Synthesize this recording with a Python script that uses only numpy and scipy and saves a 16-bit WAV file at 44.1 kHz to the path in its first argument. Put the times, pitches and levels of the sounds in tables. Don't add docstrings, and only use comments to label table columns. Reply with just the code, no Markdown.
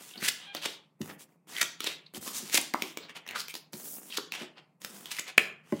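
import sys
import numpy as np
from scipy import signal
from scipy.fft import rfft, irfft
from scipy.io import wavfile
from scipy.ndimage import uniform_filter1d

SR = 44100
rng = np.random.default_rng(int(sys.argv[2]) if len(sys.argv) > 2 else 0)


def transcribe(signal):
    frames = np.atleast_2d(signal).T
    limited = np.clip(frames, -1, 1)
    pcm = np.round(limited * 32767).astype(np.int16)
    wavfile.write(sys.argv[1], SR, pcm)


N = 255780
HZ = np.fft.rfftfreq(N, 1 / SR)
TIME = np.arange(N) / SR

# (frequency [Hz], level [dB])
SCRAPE_TONE = [(60, -33.5), (160, -11.5), (350, -15), (750, -6.5), (1150, -6), (1700, -2.5), (3000, 1),
               (4200, 0), (7000, -4), (10000, -7), (16000, -13)]


def amp(db):
    return 10 ** (np.asarray(db) / 20)


def unit(x):
    return x / np.sqrt(np.mean(x ** 2) + 1e-20)


def read(points, hz):
    f, value = np.transpose(points)
    return np.interp(np.log(hz + 1), np.log(f + 1), value)


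def add(mix, s, sound):
    start = round(s * SR)
    sound = sound[max(-start, 0):]
    part = mix[max(start, 0):][:len(sound)]
    part += sound[:len(part)]


def shaped(x, gain):
    return unit(irfft(rfft(x) * gain, len(x)))


def click(gain_db):
    cepstrum = irfft(np.log(amp(gain_db)))
    half = len(cepstrum) // 2
    folded = np.r_[cepstrum[0], 2 * cepstrum[1:half], np.zeros(half)]
    pulse = irfft(np.exp(rfft(folded)))[:half]
    return pulse / abs(pulse).max()


def background(air_db=-69.5, hum_db=-72, hum_hz=159, hum_width_hz=14):
    # (frequency [Hz], level [dB])
    air_tone = [(30, -36.5), (70, -32), (110, -27.5), (160, 2.5), (250, -11.5), (500, -16.5), (1000, -20),
                (2000, -20.5), (4000, -31.5), (8000, -25), (16000, -31.5)]
    hum = shaped(rng.standard_normal(N), 1 / (1 + ((HZ - hum_hz) / hum_width_hz) ** 2))
    air = shaped(rng.standard_normal(N), amp(read(air_tone, HZ)))
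    return amp(air_db) * air + amp(hum_db) * hum


def room_echo(gap_s=0.0042, build_s=0.0026):
    # (frequency [Hz], time to fade by 60 dB [s])
    ring_times = [(100, 0.71), (300, 0.38), (1000, 0.47), (2500, 0.36), (4500, 0.48), (8000, 0.38),
                  (16000, 0.3)]
    # (frequency [Hz], level [dB])
    wash_tone = [(100, 0), (300, 9.5), (1000, 1.5), (2500, 3), (6000, 2.5), (10000, 0.5), (16000, 2.5)]
    # (typical delay [s], level [dB])
    bounces = [(.0041, -13), (0.0096, -12), (0.012, -12), (0.0162, -13.5), (.026, -26.5)]
    hz, when, noise = signal.stft(rng.standard_normal(SR), SR, nperseg=256)
    decay = amp(read(wash_tone, hz)[:, None] - 60 * when / read(ring_times, hz)[:, None])
    fade_in = 1 - np.exp(-np.maximum(TIME[:SR] - gap_s, 0) / build_s)
    echo = signal.istft(noise * decay, SR)[1][:SR] * fade_in
    echo /= np.sqrt(2 * np.sum(echo ** 2))
    for delay, db in bounces:
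        add(echo, delay * rng.uniform(.94, 1.06), amp([db]))
    return echo


def room(x, count=5, step_s=.023):
    echoes = np.zeros(N)
    for k in range(count):
        apart = abs((TIME / step_s - k + count / 2) % count - count / 2)
        share = np.cos(np.pi / 2 * np.minimum(apart, 1))
        echoes += signal.fftconvolve(x * share, room_echo())[:N]
    return echoes


def room_share(level_db, usual_db=-30):
    return -6 - 0.15 * (level_db - usual_db)


def squeaks(room_db=-2, jitter=0.014, sag=0.0086):
    # (start [s], length [s], pitch [Hz], level [dB])
    slides = [(0.14, 0.03, 741, -55), (.458, 0.076, 803, -51.5)]
    harmonics = [-3.5, -3, -1, 1.5, -5.5]
    for s, length, hz, level_db in slides:
        t = np.arange(0, length, 1 / SR)
        waver = 1 + jitter * unit(uniform_filter1d(rng.standard_normal(SR), size=150))[:len(t)]
        cycles = np.cumsum(hz * (1 - sag * (t / length - .5)) * waver) / SR
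        tone = sum(amp(db) * np.cos(2 * np.pi * (k + 1) * cycles) for k, db in enumerate(harmonics))
        yield s, amp(level_db) * signal.windows.tukey(len(t), .5) * unit(tone), room_db


def knocks(room_db=-10, build_cycles=1.9):
    # (time [s], level [dB], contact time [s])
    landings = [(0.173, -44.5, 0.0038), (1.005, -27, 0.0073), (2.147, -40.5, .0014), (2.169, -37.5, 0.012),
                (2.427, -40, 0.0044), (3.736, -37, 0.0056), (4.412, -36.5, .001), (4.429, -41.5, 0.00096),
                (5.723, -18, 0.0007)]
    # (frequency [Hz], level [dB], time to fade by 60 dB [s])
    wood_notes = [(99, -13.5, 0.11), (151.2, -10.5, 0.16), (214, 5, 0.064), (300, -1.5, 0.074),
                  (338.3, -16.5, 0.24), (360, 7, 0.061), (570, -13, 0.17), (616, -9.5, 0.13),
                  (840, -14, 0.082), (1050, -9.5, 0.046), (1550, -11.5, 0.02)]
    t = TIME[:SR // 3]
    for s, level_db, contact in landings:
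        ring = np.zeros(len(t))
        for k, (hz, db, fade_s) in enumerate(wood_notes):
            push = (-1) ** k / (1 + (hz * contact) ** 2)
            swell = 1 - np.exp(-t * hz / build_cycles)
            ring += push * swell * amp(db - 60 * t / fade_s) * np.sin(2 * np.pi * hz * t)
        yield s, amp(level_db) * ring / abs(ring).max(), room_db


def friction(slips_per_s, spread_db, flutter_db):
    size = amp(spread_db * np.minimum(rng.exponential(1, N), 4))
    slips = size * rng.choice([-1, 1], N) * (rng.random(N) < slips_per_s / SR)
    grip = shaped(rng.standard_normal(N), (HZ > 20) & (HZ < 160))
    return unit((unit(slips) + rng.standard_normal(N)) * amp(flutter_db * grip))


def drags(dulling_db_per_octave=2):
    # (start [s], length [s], hiss [dB], brightness at full speed [dB per octave], rumble [dB])
    slides = [(-.05, 0.096, -49, -3, -56), (0.023, 0.13, -48.5, -1.5, -62),
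              (0.148, 0.077, -59.5, -6, -49.5), (0.992, 0.17, -55, 5, -49.5),
              (1.182, 0.064, -48.5, -1, -59), (1.278, 0.087, -65.5, 0, -62.5),
              (1.469, 0.12, -47, -3.5, -51), (2.137, .05, -42, -1.5, -42), (2.206, 0.12, -40, 1.5, -45.5),
              (2.306, 0.13, -44.5, -3.5, -52.5), (2.411, 0.14, -45, -2.5, -57), (3.723, .17, -44.5, 4, -50),
              (3.842, 0.16, -41, 7.5, -52), (3.992, 0.14, -48.5, 2.5, -56), (4.801, 0.11, -49.5, -2, -59.5),
              (4.889, .16, -49.5, -0.5, -49), (5.025, 0.15, -52, -4.5, -68.5),
              (5.63, 0.78, -51.5, -5.5, -57)]
    # (frequency [Hz], level [dB])
    hiss_tone = [(300, -10), (600, -13), (1000, -4), (1600, -4.5), (2600, -1), (4200, 3.5), (6500, 3.5),
                 (9000, 3), (12500, -0.5), (16000, -2)]
    # (frequency [Hz], level [dB])
    rumble_tone = [(50, -37), (100, -23.5), (200, 0), (340, -1.5), (600, -7.5), (1200, -11), (3000, -18)]
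    hiss = shaped(friction(slips_per_s=6000, spread_db=3.5, flutter_db=1.3), amp(read(hiss_tone, HZ)))
    rumble = shaped(friction(slips_per_s=500, spread_db=6, flutter_db=4.5), amp(read(rumble_tone, HZ)))
    octaves = np.arange(-4, 2)
    place = np.clip(np.log2((HZ + 1) / 9000), -4, 1)
    bands = [irfft(rfft(hiss) * np.maximum(1 - abs(place - k), 0), N) for k in octaves]
    out = np.zeros(N)
    for start, length, hiss_db, bright_db, rumble_db in slides:
        on = (TIME > start) & (TIME < start + length)
        speed = abs(np.sin(np.pi * (TIME[on] - start) / length))
        tilt_db = bright_db + dulling_db_per_octave * (1 - speed)
        card = sum(band[on] * amp(tilt_db * k) for band, k in zip(bands, octaves))
        out[on] += amp(hiss_db) * speed ** 0.51 * card
        out[on] += amp(rumble_db) * np.sqrt(speed) * rumble[on]
    return out


def chirps(room_db=-4, ring_db=22, swell_s=.0038, width_octaves=0.3):
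    # (time [s], level [dB], pitch [Hz])
    catches = [(.111, -50, 2970), (.139, -46, 3350), (.16, -45.5, 3200), (0.179, -41, 4400),
               (0.569, -35.5, 4000), (2.066, -48.5, 4160), (4.105, -45.5, 3360), (4.126, -38.5, 2760),
               (4.145, -40.5, 2400), (5.069, -48.5, 3430)]
    t = np.arange(-3 * swell_s, 3 * swell_s, 1 / SR)
    freqs = np.fft.rfftfreq(len(t), 1 / SR)
    for s, level_db, hz in catches:
        note_db = ring_db / (1 + (np.log2((freqs + 1) / hz) / width_octaves) ** 2)
        slips = shaped(rng.standard_normal(SR)[:len(t)], amp(read(SCRAPE_TONE, freqs) + note_db))
        yield s + t[0], amp(level_db) * np.exp(-(t / swell_s) ** 2) * slips, room_db


def strokes(lead_s=0.021, pull_fall_s=.013, flick_rise_s=0.0055, flick_fall_s=0.0051):
    # (release [s], rise [s], scrape [dB], flick [dB],
    # brightness [dB per octave], card's note [Hz], boost of that note [dB])
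    pulls = [(.287, 0.04, -29.5, -20.5, 1.5, 1730, 8), (0.658, 0.018, -39.5, -26.5, -2.5, 2820, 5.5),
             (1.617, 0.046, -37, -18, 0.5, 1895, 14.5), (1.872, 0.041, -42.5, -26.5, -1.5, 3870, 10.5),
             (2.577, 0.025, -23, -20.5, 2, 2090, 6), (4.175, 0.048, -43, -28.5, 0, 4250, 5.5),
             (5.194, 0.042, -43, -32.5, 1, 2170, 8.5)]
    # (peak time [s], rise [s],
    # level [dB], # brightness [dB per octave], card's note [Hz], boost of that note [dB])
    rubs = [(0.227, 0.0043, -34, -10, 1865, 15), (0.44, 0.069, -49.5, -3.5, 3300, 10.5),
            (0.565, 0.028, -44.5, -4, 3620, 3.5), (0.691, 0.075, -46, 0.5, 3440, 9.5),
            (1.017, 0.003, -37.5, -1, 6070, 2.5), (1.104, 0.017, -43.5, -6, 1650, 4.5),
            (1.63, 0.0035, -26, -2, 7660, 5), (1.9, 0.048, -41.5, -1.5, 2420, 8),
            (2.281, 0.015, -38, 2, 1103, 21.5), (2.373, .033, -34.5, 5, 6780, 7.5),
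            (2.856, 0.094, -48.5, 1, 2600, 2), (3.035, 0.038, -49.5, -5, 4160, 11.5),
            (3.101, 0.012, -45, -3.5, 2360, 4.5), (3.167, 0.015, -41.5, -3, 2420, 3),
            (3.329, 0.052, -46.5, -6.5, 2070, 10.5), (3.362, .011, -33.5, -3, 1280, 15),
            (3.401, 0.023, -35.5, 1.5, 4800, 5.5), (3.503, 0.017, -44, 5, 2380, 17.5),
            (3.564, 0.023, -46.5, 5, 4550, 7.5), (4.347, 0.017, -37, -2.5, 2540, 7),
            (4.411, 0.05, -43.5, -3.5, 2850, 4), (4.582, 0.021, -52, -5, 4590, 6.5),
            (5.12, 0.01, -33.5, 1, 2500, 4), (5.288, 0.022, -41, -3, 2440, 4.5),
            (5.3818, 0.0019, -23, 4.5, 1354, 4)]
    for s, rise, scrape_db, flick_db, *tone in pulls:
        yield s - lead_s, rise, pull_fall_s, scrape_db, *tone
        yield s, flick_rise_s, flick_fall_s, flick_db, *tone
    for s, rise, level_db, *tone in rubs:
        yield s, rise, 0.77 * rise, level_db, *tone


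def scrapes(width_octaves=0.37, room_db=0.5):
    slips = friction(slips_per_s=3200, spread_db=0.5, flutter_db=2.0)
    for s, rise, fall, level_db, bright_db, card_hz, card_db in strokes():
        on = (TIME > s - 3 * rise) & (TIME < s + 3 * fall)
        t, hz = TIME[on] - s, np.fft.rfftfreq(on.sum(), 1 / SR)
        octave = np.log2(np.maximum(hz, 400) / card_hz)
        note_db = card_db * np.exp(-(octave / width_octaves) ** 2)
        scrape = shaped(slips[on], amp(read(SCRAPE_TONE, hz) + bright_db * octave + note_db))
        swell = np.exp(-(t / np.where(t < 0, rise, fall)) ** 2)
        yield TIME[on][0], amp(level_db) * swell * scrape, room_db + room_share(level_db)


def flaps(room_db=-7, rise_cycles=0.315, linger=1.65):
    # (peak time [s], level [dB], pitch [Hz])
    flips = [(0.551, -34, 560), (0.661, -30, 406), (1.631, -34.5, 300), (1.874, -32, 377),
             (2.5826, -23, 780), (2.586, -31.5, 280), (2.7422, -24.5, 305), (2.7457, -11.5, 1000),
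             (2.83, -37, 310), (4.184, -26, 400), (4.185, -22, 1250), (5.3805, -11, 1256),
             (5.383, -23.5, 320)]
    for s, level_db, hz in flips:
        rise = rise_cycles / hz
        t = np.arange(-8 * rise, 20 * rise, 1 / SR)
        swing = 1 / np.cosh(t / np.where(t < 0, rise, rise * linger))
        yield s + t[0], amp(level_db) * swing * np.sin(2 * np.pi * hz * t), room_db


def snaps(chatter_s=0.014, body_s=0.013, ring_cycles=31.2, attack_s=0.00013, room_db=2):
    # (time [s], ring level [dB], ring pitch [Hz], crack level [dB])
    strikes = [(0.2853, -20.5, 2780, -37), (.549, -26.5, 2926, -19), (1.566, -22.5, 3200, -27),
               (1.6143, -20, 1750, -10.5), (1.6164, -22.5, 2020, -33), (1.656, -24.5, 3340, -45),
               (1.805, -28, 3570, -15), (1.843, -28.5, 3160, -17.5), (2.1469, -33, 3136, -35),
               (2.498, -42, 2770, -26.5), (2.5444, -5.5, 7000, -12), (2.5784, -45, 2680, -31),
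               (2.6132, -18, 9000, -30), (2.7383, -19, 2090, -19), (2.822, -19.5, 2550, -14),
               (2.973, -27.5, 2280, -20.5), (3.2651, -37, 1810, -33), (3.277, -40, 2620, -27),
               (3.289, -25.5, 2710, -27), (3.310, -32.5, 2360, -28), (3.483, -33, 2550, -24.5),
               (3.541, -36.5, 4250, -23.5), (3.553, -27.5, 4690, -21), (3.7327, -46, 2860, -23.5),
               (3.7383, -35, 4100, -28.5), (4.3215, -23.5, 2630, -20.5), (4.818, -54, 3500, -33),
               (4.8478, -35, 3600, -19), (5.0576, -30.5, 3360, -25.5), (5.1157, -40, 2690, -29),
               (5.1861, -23, 2058, -26), (5.1952, -18, 6800, -23), (5.3789, -8.5, 1754, -5.5),
               (5.3805, 0, 2482, -31), (5.7235, -32.5, 2000, -33)]
    # (frequency [Hz], level [dB])
    crack_tone = [(80, -16), (300, 2.5), (700, -4.5), (1500, -4), (3000, -2), (6000, -2.5), (10000, -11.5),
                  (16000, -7)]
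    t = TIME[:SR // 20]
    pulse = click(read(crack_tone, np.fft.rfftfreq(2048, 1 / SR)))
    freqs = np.fft.rfftfreq(len(t), 1 / SR)
    for s, ring_db, hz, crack_db in strikes:
        chatter = 0.35 * rng.standard_normal(len(t)) * amp(-60 * t / chatter_s)
        crack = amp(crack_db) * signal.fftconvolve((t == 0) + chatter, pulse)[:len(t)]
        near_note = 1 / (1 + (2 * np.log2((freqs + 1) / hz)) ** 4)
        weak_notes = shaped(rng.standard_normal(len(t)), near_note) * amp(-60 * t / body_s)
        main_note = np.sin(2 * np.pi * hz * t) * amp(-60 * t * hz / ring_cycles)
        ring = amp(ring_db) * (main_note + 0.365 * weak_notes) * (1 - np.exp(-t / attack_s))
        yield s, ring + crack, room_db + room_share(max(ring_db, crack_db))


def scene(drag_db=-2.0, drag_room_db=-7):
    direct = amp(drag_db) * drags()
    to_room = amp(drag_room_db) * direct
    for source in (scrapes, chirps, snaps, flaps, knocks, squeaks):
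        for s, sound, room_db in source():
            add(direct, s, sound)
            add(to_room, s, amp(room_db) * sound)
    return (direct + room(to_room) + background())[None]


def noise_suppressor(x, depth_db=16, knee_db=7.5):
    # (frequency [Hz], level per band [dB])
    threshold = [(100, -112), (900, -107), (1500, -93), (2600, -99.5), (4000, -77.5), (8000, -87),
                 (16000, -95)]
    hz, _, bands = signal.stft(x, SR, nperseg=1024)
    power = uniform_filter1d(abs(bands) ** 2, size=21, axis=1)
    power = uniform_filter1d(power, size=2, axis=2)
    over_db = 10 * np.log10(abs(power) + 1e-20) - read(threshold, hz)[:, None]
    cut_db = depth_db * (1 - np.tanh(over_db / knee_db)) / 2
    return signal.istft(bands * amp(-cut_db), SR)[1][:, :N]


def record(dry, low_cut_hz=105, high_cut_hz=15900, ceiling=.92):
    thin = signal.sosfilt(signal.butter(3, low_cut_hz, "high", fs=SR, output="sos"), dry)
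    clipped = np.clip(noise_suppressor(thin), -ceiling, ceiling)
    treble_cut = signal.firwin(511, high_cut_hz, window=("kaiser", 9), fs=SR)
    return signal.oaconvolve(clipped, treble_cut[None], "same")


dry = scene()
out = record(dry)
transcribe(out)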